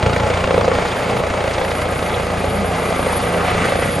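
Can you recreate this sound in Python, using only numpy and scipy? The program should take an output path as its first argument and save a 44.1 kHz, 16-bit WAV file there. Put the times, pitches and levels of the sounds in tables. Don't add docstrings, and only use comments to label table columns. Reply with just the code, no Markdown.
import sys
import numpy as np
from scipy import signal
from scipy.fft import rfft, irfft
from scipy.io import wavfile
from scipy.ndimage import uniform_filter1d

SR = 44100
rng = np.random.default_rng(int(sys.argv[2]) if len(sys.argv) > 2 else 0)


def dump_mix(stems):
    frames = np.atleast_2d(stems).T
    limited = np.clip(frames, -1, 1)
    pcm = np.round(limited * 32767).astype(np.int16)
    wavfile.write(sys.argv[1], SR, pcm)


N = 176400
T = np.arange(N) / SR
FREQS = np.arange(N // 2 + 1) * SR / N

# t/s, bass/dB, middle/dB, treble/dB
AIR_LEVELS = [(0, -25.5, -22.5, -25), (.4, -30.5, -21, -25), (.62, -24.5, -19.5, -25.5),
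              (.85, -29.5, -22.5, -22.5), (1.2, -29, -22.5, -26), (1.6, -30.5, -21, -25.5),
              (1.9, -28, -24, -26.5), (2.15, -28, -22.5, -25.5), (2.55, -31.5, -22.5, -26.5),
              (3.1, -27, -21.5, -23.5), (3.28, -28.5, -23, -25), (3.45, -32, -21, -23),
              (3.65, -30.5, -26, -22), (3.85, -24, -27.5, -23), (4, -23.5, -23, -24)]
# f/Hz, level/dB
SLAP_SPECTRUM = [(100, -22.5), (300, -22), (420, -7.5), (520, -2), (700, -12.5), (1000, -17.5), (2000, -24),
                 (5000, -46), (12000, -61)]


def undb(db):
    return 10 ** (np.asarray(db) / 20)


def unit(x):
    return x / np.sqrt(np.mean(x ** 2))


def curve(rows, column=1):
    rows = np.array(rows)
    return np.interp(T, rows[:, 0], rows[:, column])


def wander(per_second):
    hold = int(SR / per_second)
    steps = rng.standard_normal(1000)[np.arange(N) // hold]
    return unit(uniform_filter1d(uniform_filter1d(steps, hold), hold))


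def gains(points):
    hz, db = np.array(points).T
    return undb(np.interp(np.log(FREQS + 1), np.log(hz), db))


def colour(x, points, causal=False):
    response = gains(points)
    if causal:
        cepstrum = irfft(np.log(response))
        response = np.exp(rfft(2 * cepstrum * (np.arange(N) < N // 2)))
    return irfft(rfft(x) * response)


def band_noise(hz, width_hz):
    return unit(irfft(rfft(rng.standard_normal(N)) / (1 + ((FREQS - hz) / width_hz) ** 2)))


def clicks(times, sizes):
    at = (times * SR).astype(int)
    inside = (at >= 0) & (at < N)
    return np.bincount(at[inside], sizes[inside], N)


def uneven_clicks(times, jitter_s, spread_db):
    size, late = rng.standard_normal((len(times), 2)).T
    return clicks(times + jitter_s * late, undb(spread_db * size))


def ring(x, shape):
    return signal.fftconvolve(x, shape)[:N]


def burst(rise_s, decay_s):
    return np.minimum(T / rise_s, 1) * np.exp(-T / decay_s)


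def roar():
    # f/Hz, level/dB
    tone = [(25, -33), (60, -9.5), (110, 3.5), (190, 3), (320, -4), (400, -7.5), (490, -2.5), (620, 0),
            (800, -5), (1000, -10.5), (1250, -4), (1750, -13.5), (2000, -7.5), (2700, -14), (4000, -22.5),
            (4900, -24.5), (5600, -28.5), (6700, -25.5), (8000, -31.5), (9200, -25.5), (10400, -35.5),
            (11000, -22.5), (11600, -99), (12000, -88)]
    flicker_db, flicker_rate, offsets_db = 1.44, 22, (.5, -1, -3)
    spectrum = rfft(colour(rng.standard_normal(N), tone))
    band_of = np.searchsorted([340, 1100], FREQS)
    shared, out = wander(flicker_rate), 0
    for k, offset in enumerate(offsets_db):
        band = unit(irfft(spectrum * (band_of == k)))
        flicker = flicker_db * (shared + wander(flicker_rate)) / 2
        out += band * undb(curve(AIR_LEVELS, k + 1) + offset + flicker)
    return out


def small_eddies():
    # centre f/Hz, level/dB against the treble of AIR_LEVELS
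    bands = [(1100, -14.5), (1600, -15), (2300, -17), (3400, -17.5), (4600, -19.5), (6600, -25.5)]
    rasps = 0
    for hz, db in bands:
        rasps += undb(db) * unit(band_noise(hz, width_hz=.14 * hz) * undb(3.5 * wander(110)))
    return rasps * undb(curve(AIR_LEVELS, 3))


def large_eddies():
    # middle t/s, length/s, centre f/Hz, width/Hz, level/dB
    swells = [(0.654, .02, 4600, 1200, -32.5), (.88, 0.032, 4000, 1200, -32.5),
              (1.54, 0.019, 4500, 2000, -30.5), (1.648, .02, 4200, 1800, -36),
              (1.715, 0.043, 3600, 1500, -32), (2.135, .02, 2270, 300, -27), (2.147, .02, 3500, 300, -25.5),
              (3.41, 0.093, 1200, 600, -23), (3.49, 0.095, 2300, 900, -25.5),
              (3.652, 0.042, 1500, 900, -21), (3.834, 0.055, 1680, 800, -23.5)]
    out = 0
    for middle, length, hz, width_hz, db in swells:
        swell = np.cos(np.pi * np.clip((T - middle) / length, -.5, .5))
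        out += undb(db) * swell * band_noise(hz, width_hz)
    return out


def turbines():
    # t/s, f/Hz
    pitch = [(0, 10620), (.6, 10660), (1.3, 10655), (2, 10595), (2.5, 10590), (3.2, 10560), (3.6, 10580),
             (4, 10545)]
    # t/s, whistle/dB, hiss/dB
    levels = [(0, -45.5, -53), (.6, -47, -50), (1.05, -39.5, -61), (1.3, -45, -50.5), (2, -37.5, -45.5),
              (2.5, -41, -48), (3.2, -32.5, -40), (3.6, -38.5, -43), (4, -34, -42)]
    flutter_rate, fuzz_hz = 45, 70
    hz = curve(pitch) * (1 + .0016 * wander(flutter_rate))
    phase = 2 * np.pi * np.cumsum(hz) / SR
    fuzz = band_noise(0, fuzz_hz) * np.sin(phase) + band_noise(0, fuzz_hz) * np.cos(phase)
    whistle = unit(np.sin(phase) * undb(4.5 * wander(flutter_rate))) + undb(-4) * fuzz
    hiss = band_noise(hz=8940, width_hz=290) * undb(1.8 * wander(17))
    return whistle * undb(curve(levels)) + hiss * undb(curve(levels, 2))


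def tail_fan(blade_rate):
    # t/s, level/dB
    hum_level = [(0, 0.5), (.8, 0), (1.5, -7), (2.5, -1), (4, 0.5)]
    # t/s, level/dB
    whine_level = [(0, -31), (.45, -33), (.6, -28.5), (.85, -29.5), (1, -36), (1.18, -33), (1.4, -40),
                   (4, -42)]
    turns_per_pass, whine_multiple = 2.093, 14
    multiples, levels_db = (6, 8, 9.2, 12, 18.7), (-42, -33, -37, -37, -43)
    turns = np.cumsum(blade_rate * turns_per_pass * (1 + .0028 * wander(12))) / SR
    phase, hum = 2 * np.pi * turns, 0
    for multiple, db in zip(multiples, levels_db):
        hum += undb(db) * unit(np.sin(multiple * phase) * undb(4 * wander(7)))
    whine = unit(np.sin(whine_multiple * phase) * undb(4.5 * wander(15)))
    return hum * undb(curve(hum_level)) + whine * undb(curve(whine_level))


def rotor_drone(blade_count):
    # multiple of the blade rate, relative level/dB
    overtones = [(4, -4), (7, -3), (8, -17), (9, -7), (10, -15.5), (14, -10.5), (15, -6)]
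    # t/s, level/dB
    drone_level = [(0, -43), (.6, -30.5), (.9, -42), (1.15, -29), (1.4, -41), (2, -42), (2.6, -26.5),
                   (2.8, -31.5), (3.2, -31), (3.35, -29), (3.6, -25), (3.75, -42), (4, -43)]
    # t/s, level/dB
    hum_level = [(0, -36), (.6, -31), (.9, -42), (1.15, -33), (1.4, -44), (2.3, -37), (2.6, -28.5),
                 (2.9, -33), (3.2, -32), (3.33, -25.5), (3.45, -28), (3.58, -23.5), (3.72, -36), (4, -40)]
    drift_rate, hum_multiple = 17, 6
    tones = 0
    for multiple, db in overtones:
        cycles = multiple * blade_count + .14 * wander(drift_rate)
        tones += undb(db + 3.5 * wander(drift_rate)) * np.sin(2 * np.pi * cycles)
    cycles = hum_multiple * blade_count + .05 * wander(drift_rate)
    hum = np.sin(2 * np.pi * cycles) * undb(1.5 * wander(drift_rate))
    return np.sqrt(2) * (tones * undb(curve(drone_level)) + hum * undb(curve(hum_level)))


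def swish(passes):
    # t/s, level/dB
    level = [(0, -26.5), (.3, -23), (.65, -31), (1, -31.5), (1.55, -27), (1.8, -29), (2.2, -32), (2.6, -35),
             (3.2, -31), (3.6, -27.5), (3.82, -29), (4, -42)]
    # f/Hz, level/dB
    tone = [(80, 2), (180, -11.5), (320, -2.5), (520, 1), (850, -4), (1300, -1.5), (1700, -6.5),
            (2100, -4.5), (3200, -11), (5500, -22.5), (7200, -22.5), (11000, -44)]
    starts = uneven_clicks(passes - .001, jitter_s=.0015, spread_db=2.2)
    puffs = ring(starts, burst(rise_s=.0035, decay_s=.0085)) * rng.standard_normal(N)
    return unit(colour(puffs, tone, causal=True)) * undb(curve(level))


def light_slaps(passes):
    # t/s, level/dB
    level = [(0, -26), (.44, -29.5), (.58, -23), (.74, -20), (.95, -32), (1.18, -27.5), (1.45, -31.5),
             (2.1, -27.5), (2.65, -32.5), (3.08, -25.5), (3.25, -31), (3.5, -31), (3.76, -27), (3.95, -34)]
    tail_s, tail_db = .0066, -.5
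    cracks = uneven_clicks(passes + .002046, jitter_s=.001, spread_db=1.5)
    tails = ring(cracks, np.exp(-T / tail_s)) * rng.standard_normal(N)
    slaps = undb(tail_db) * unit(tails) - unit(cracks)
    return unit(colour(slaps, SLAP_SPECTRUM, causal=True)) * undb(curve(level))


def knock(tone, rise_s=.0006):
    wave = colour(1. * (T == 0), tone, causal=True)[:N // 100]
    wave *= np.minimum(T[:len(wave)] / rise_s, 1)
    return -wave / np.max(np.abs(wave))


def vortex_knocks(passes):
    # start t/s, end t/s, first lag behind the pass/ms, last lag/ms, peak level/dB
    runs = [(.72, 0.926, 0.9, -3, -9), (1.05, 1.4, 4, 4.5, -11), (2.15, 2.47, 1, 0.5, -10.5),
            (2.44, 2.816, -0.1, -3.5, -13), (2.683, 2.88, 0, 3, -14), (2.82, 3.2, 4, -2.5, -9.5),
            (3.12, 3.32, -2.5, -3, -19), (3.244, 3.622, 9.5, 3.5, -8.5), (3.55, 3.843, 9, 5, -14),
            (3.64, 3.929, 4.5, -.5, -10.5)]
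    # f/Hz, level/dB
    tone = [(100, -20), (300, -13), (480, -1), (680, 0), (1000, -8), (2000, -21), (5000, -42), (12000, -65)]
    hits = 0
    for start, end, first_lag_ms, last_lag_ms, db in runs:
        progress = np.clip((passes - start) / (end - start), 0, 1)
        lag_s = (first_lag_ms + (last_lag_ms - first_lag_ms) * progress) / 1000
        swell = np.sqrt(4 * progress * (1 - progress))
        sizes = swell * undb(db + 1.2 * rng.standard_normal(len(passes)))
        hits += clicks(passes + lag_s, sizes)
    return ring(hits, knock(tone))


def hard_slaps():
    # t/s, knock level/dB, crack level/dB
    hits = [(.027, -12, -10), (0.062, -21, -12), (.095, -10, -22), (.128, -11, -21), (0.1631, -13, -15),
            (.199, -16, -15.5), (0.4402, -18, -14), (.474, -11, -24), (.508, -3, -14.5), (0.5422, -8, -13),
            (.578, -3, -18), (.6105, -13, -14), (.644, -7, -15), (.679, -2.5, -17), (1.442, -16, -22),
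            (1.477, -10.5, -16), (1.581, -10.5, -16), (1.615, -17, -16), (1.993, -17, -23),
            (2.198, -19, -19), (2.443, -9.5, -17), (3.066, -6, -26), (3.722, -9, -24), (3.756, -10, -20),
            (3.822, -16, -18)]
    # f/Hz, level/dB
    crack_tone = [(200, -14), (700, -2), (1300, 0), (2400, -4), (4000, -13), (7000, -25), (11000, -42)]
    gap_s, second_db = .00392, -6
    times, knock_db, crack_db = np.array(hits).T
    again = times + gap_s * (1 + .1 * rng.standard_normal(len(times)))

    def doubled(db):
        return clicks(times, undb(db)) + clicks(again, undb(db + second_db))

    knocks = ring(doubled(knock_db), knock(SLAP_SPECTRUM))
    bursts = ring(doubled(crack_db), burst(rise_s=.001, decay_s=.0021))
    return knocks + bursts * unit(colour(rng.standard_normal(N), crack_tone))


def thump(passes):
    # t/s, level/dB
    level = [(0, -15), (.2, -19), (.5, -23.5), (.63, -21.5), (.8, -28), (.95, -32), (1.4, -27),
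             (1.7, -27.5), (1.9, -25), (2.25, -26.5), (2.55, -23.5), (2.95, -29.5), (3.15, -25.5),
             (3.3, -30), (3.5, -24.5), (3.7, -30.5), (4, -26)]
    # f/Hz, level/dB
    ahead = [(15, -38), (29, -22), (58, -3.5), (87, 1), (116, 1.5), (145, -6), (175, -9), (205, -6),
             (240, -35), (320, -43), (700, -71)]
    # f/Hz, level/dB
    alongside = [(15, -35), (29, -16), (58, -3.5), (87, 0), (116, -5), (145, -25), (175, -17.5), (205, -10),
                 (240, -42), (320, -41), (700, -114)]
    lag_s, blend_span_s, offset_db = .0113, (.25, .76), -1
    dips = -uneven_clicks(passes + lag_s, jitter_s=.00024, spread_db=1.7)
    blend = np.interp(T, blend_span_s, (0, 1))
    beat = (1 - blend) * unit(colour(dips, ahead)) + blend * unit(colour(dips, alongside))
    return beat * undb(curve(level) + offset_db)


def over_ground(x):
    lag_s = np.linspace(.002106, .00266, N)
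    return x + .089 * np.interp(T - lag_s, T, x)


def microphones(x):
    # f/Hz, phase/rad
    left_lead = [(20, 0), (300, .05), (950, .4), (1550, -.7), (2200, 0), (2900, .7), (4700, 0), (8500, 0),
                 (9100, -1.6), (10000, -3.14), (10800, -4), (11400, -6)]
    # f/Hz, level/dB
    balance = [(60, 0), (190, -0.59), (350, -.9), (620, -0.5), (1120, 1), (2000, -0.81), (3600, -.3),
               (6400, 0.44)]
    # f/Hz, level/dB
    echo_tone = [(30, -33), (90, -33), (180, -20.5), (350, -15), (700, -10.5), (1400, -11), (2800, -15.5),
                 (4000, -10), (5500, -48), (11000, -57)]
    delay_s, decay_s = .012, .03
    sides = np.array([[1], [-1]])
    tail = rng.standard_normal(N) * np.exp(-T / decay_s) * (T > delay_s)
    tail /= np.sqrt(np.sum(tail ** 2))
    echoes = colour(ring(x, tail), echo_tone)
    lead = np.interp(FREQS, *np.array(left_lead).T)
    response = np.exp(.5 * sides * (1j * lead + np.log(gains(balance))))
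    return irfft(rfft(x) * response) + sides * echoes


def scene():
    # t/s, f/Hz
    rotor_speed = [(0, 29.1), (.35, 29.1), (.85, 28.85), (1.4, 29.1), (2.3, 28.95), (4, 28.85)]
    first_pass_s = .026
    blade_rate = curve(rotor_speed)
    blade_count = np.cumsum(blade_rate) / SR - first_pass_s * blade_rate[0]
    passes = np.interp(np.arange(int(blade_count[-1]) + 1), blade_count, T)
    air = over_ground(swish(passes) + roar() + small_eddies() + large_eddies())
    slaps = light_slaps(passes) + vortex_knocks(passes) + hard_slaps()
    rotor = thump(passes) + rotor_drone(blade_count) + slaps
    return microphones(rotor + air + tail_fan(blade_rate) + turbines())


def record(dry):
    ceiling, top_hz = .92, 11600
    rounded = dry / (1 + (dry / ceiling) ** 6) ** (1 / 6)
    return signal.sosfilt(signal.ellip(8, .2, 80, top_hz, fs=SR, output="sos"), rounded)


dry = scene()
out = record(dry)
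dump_mix(out)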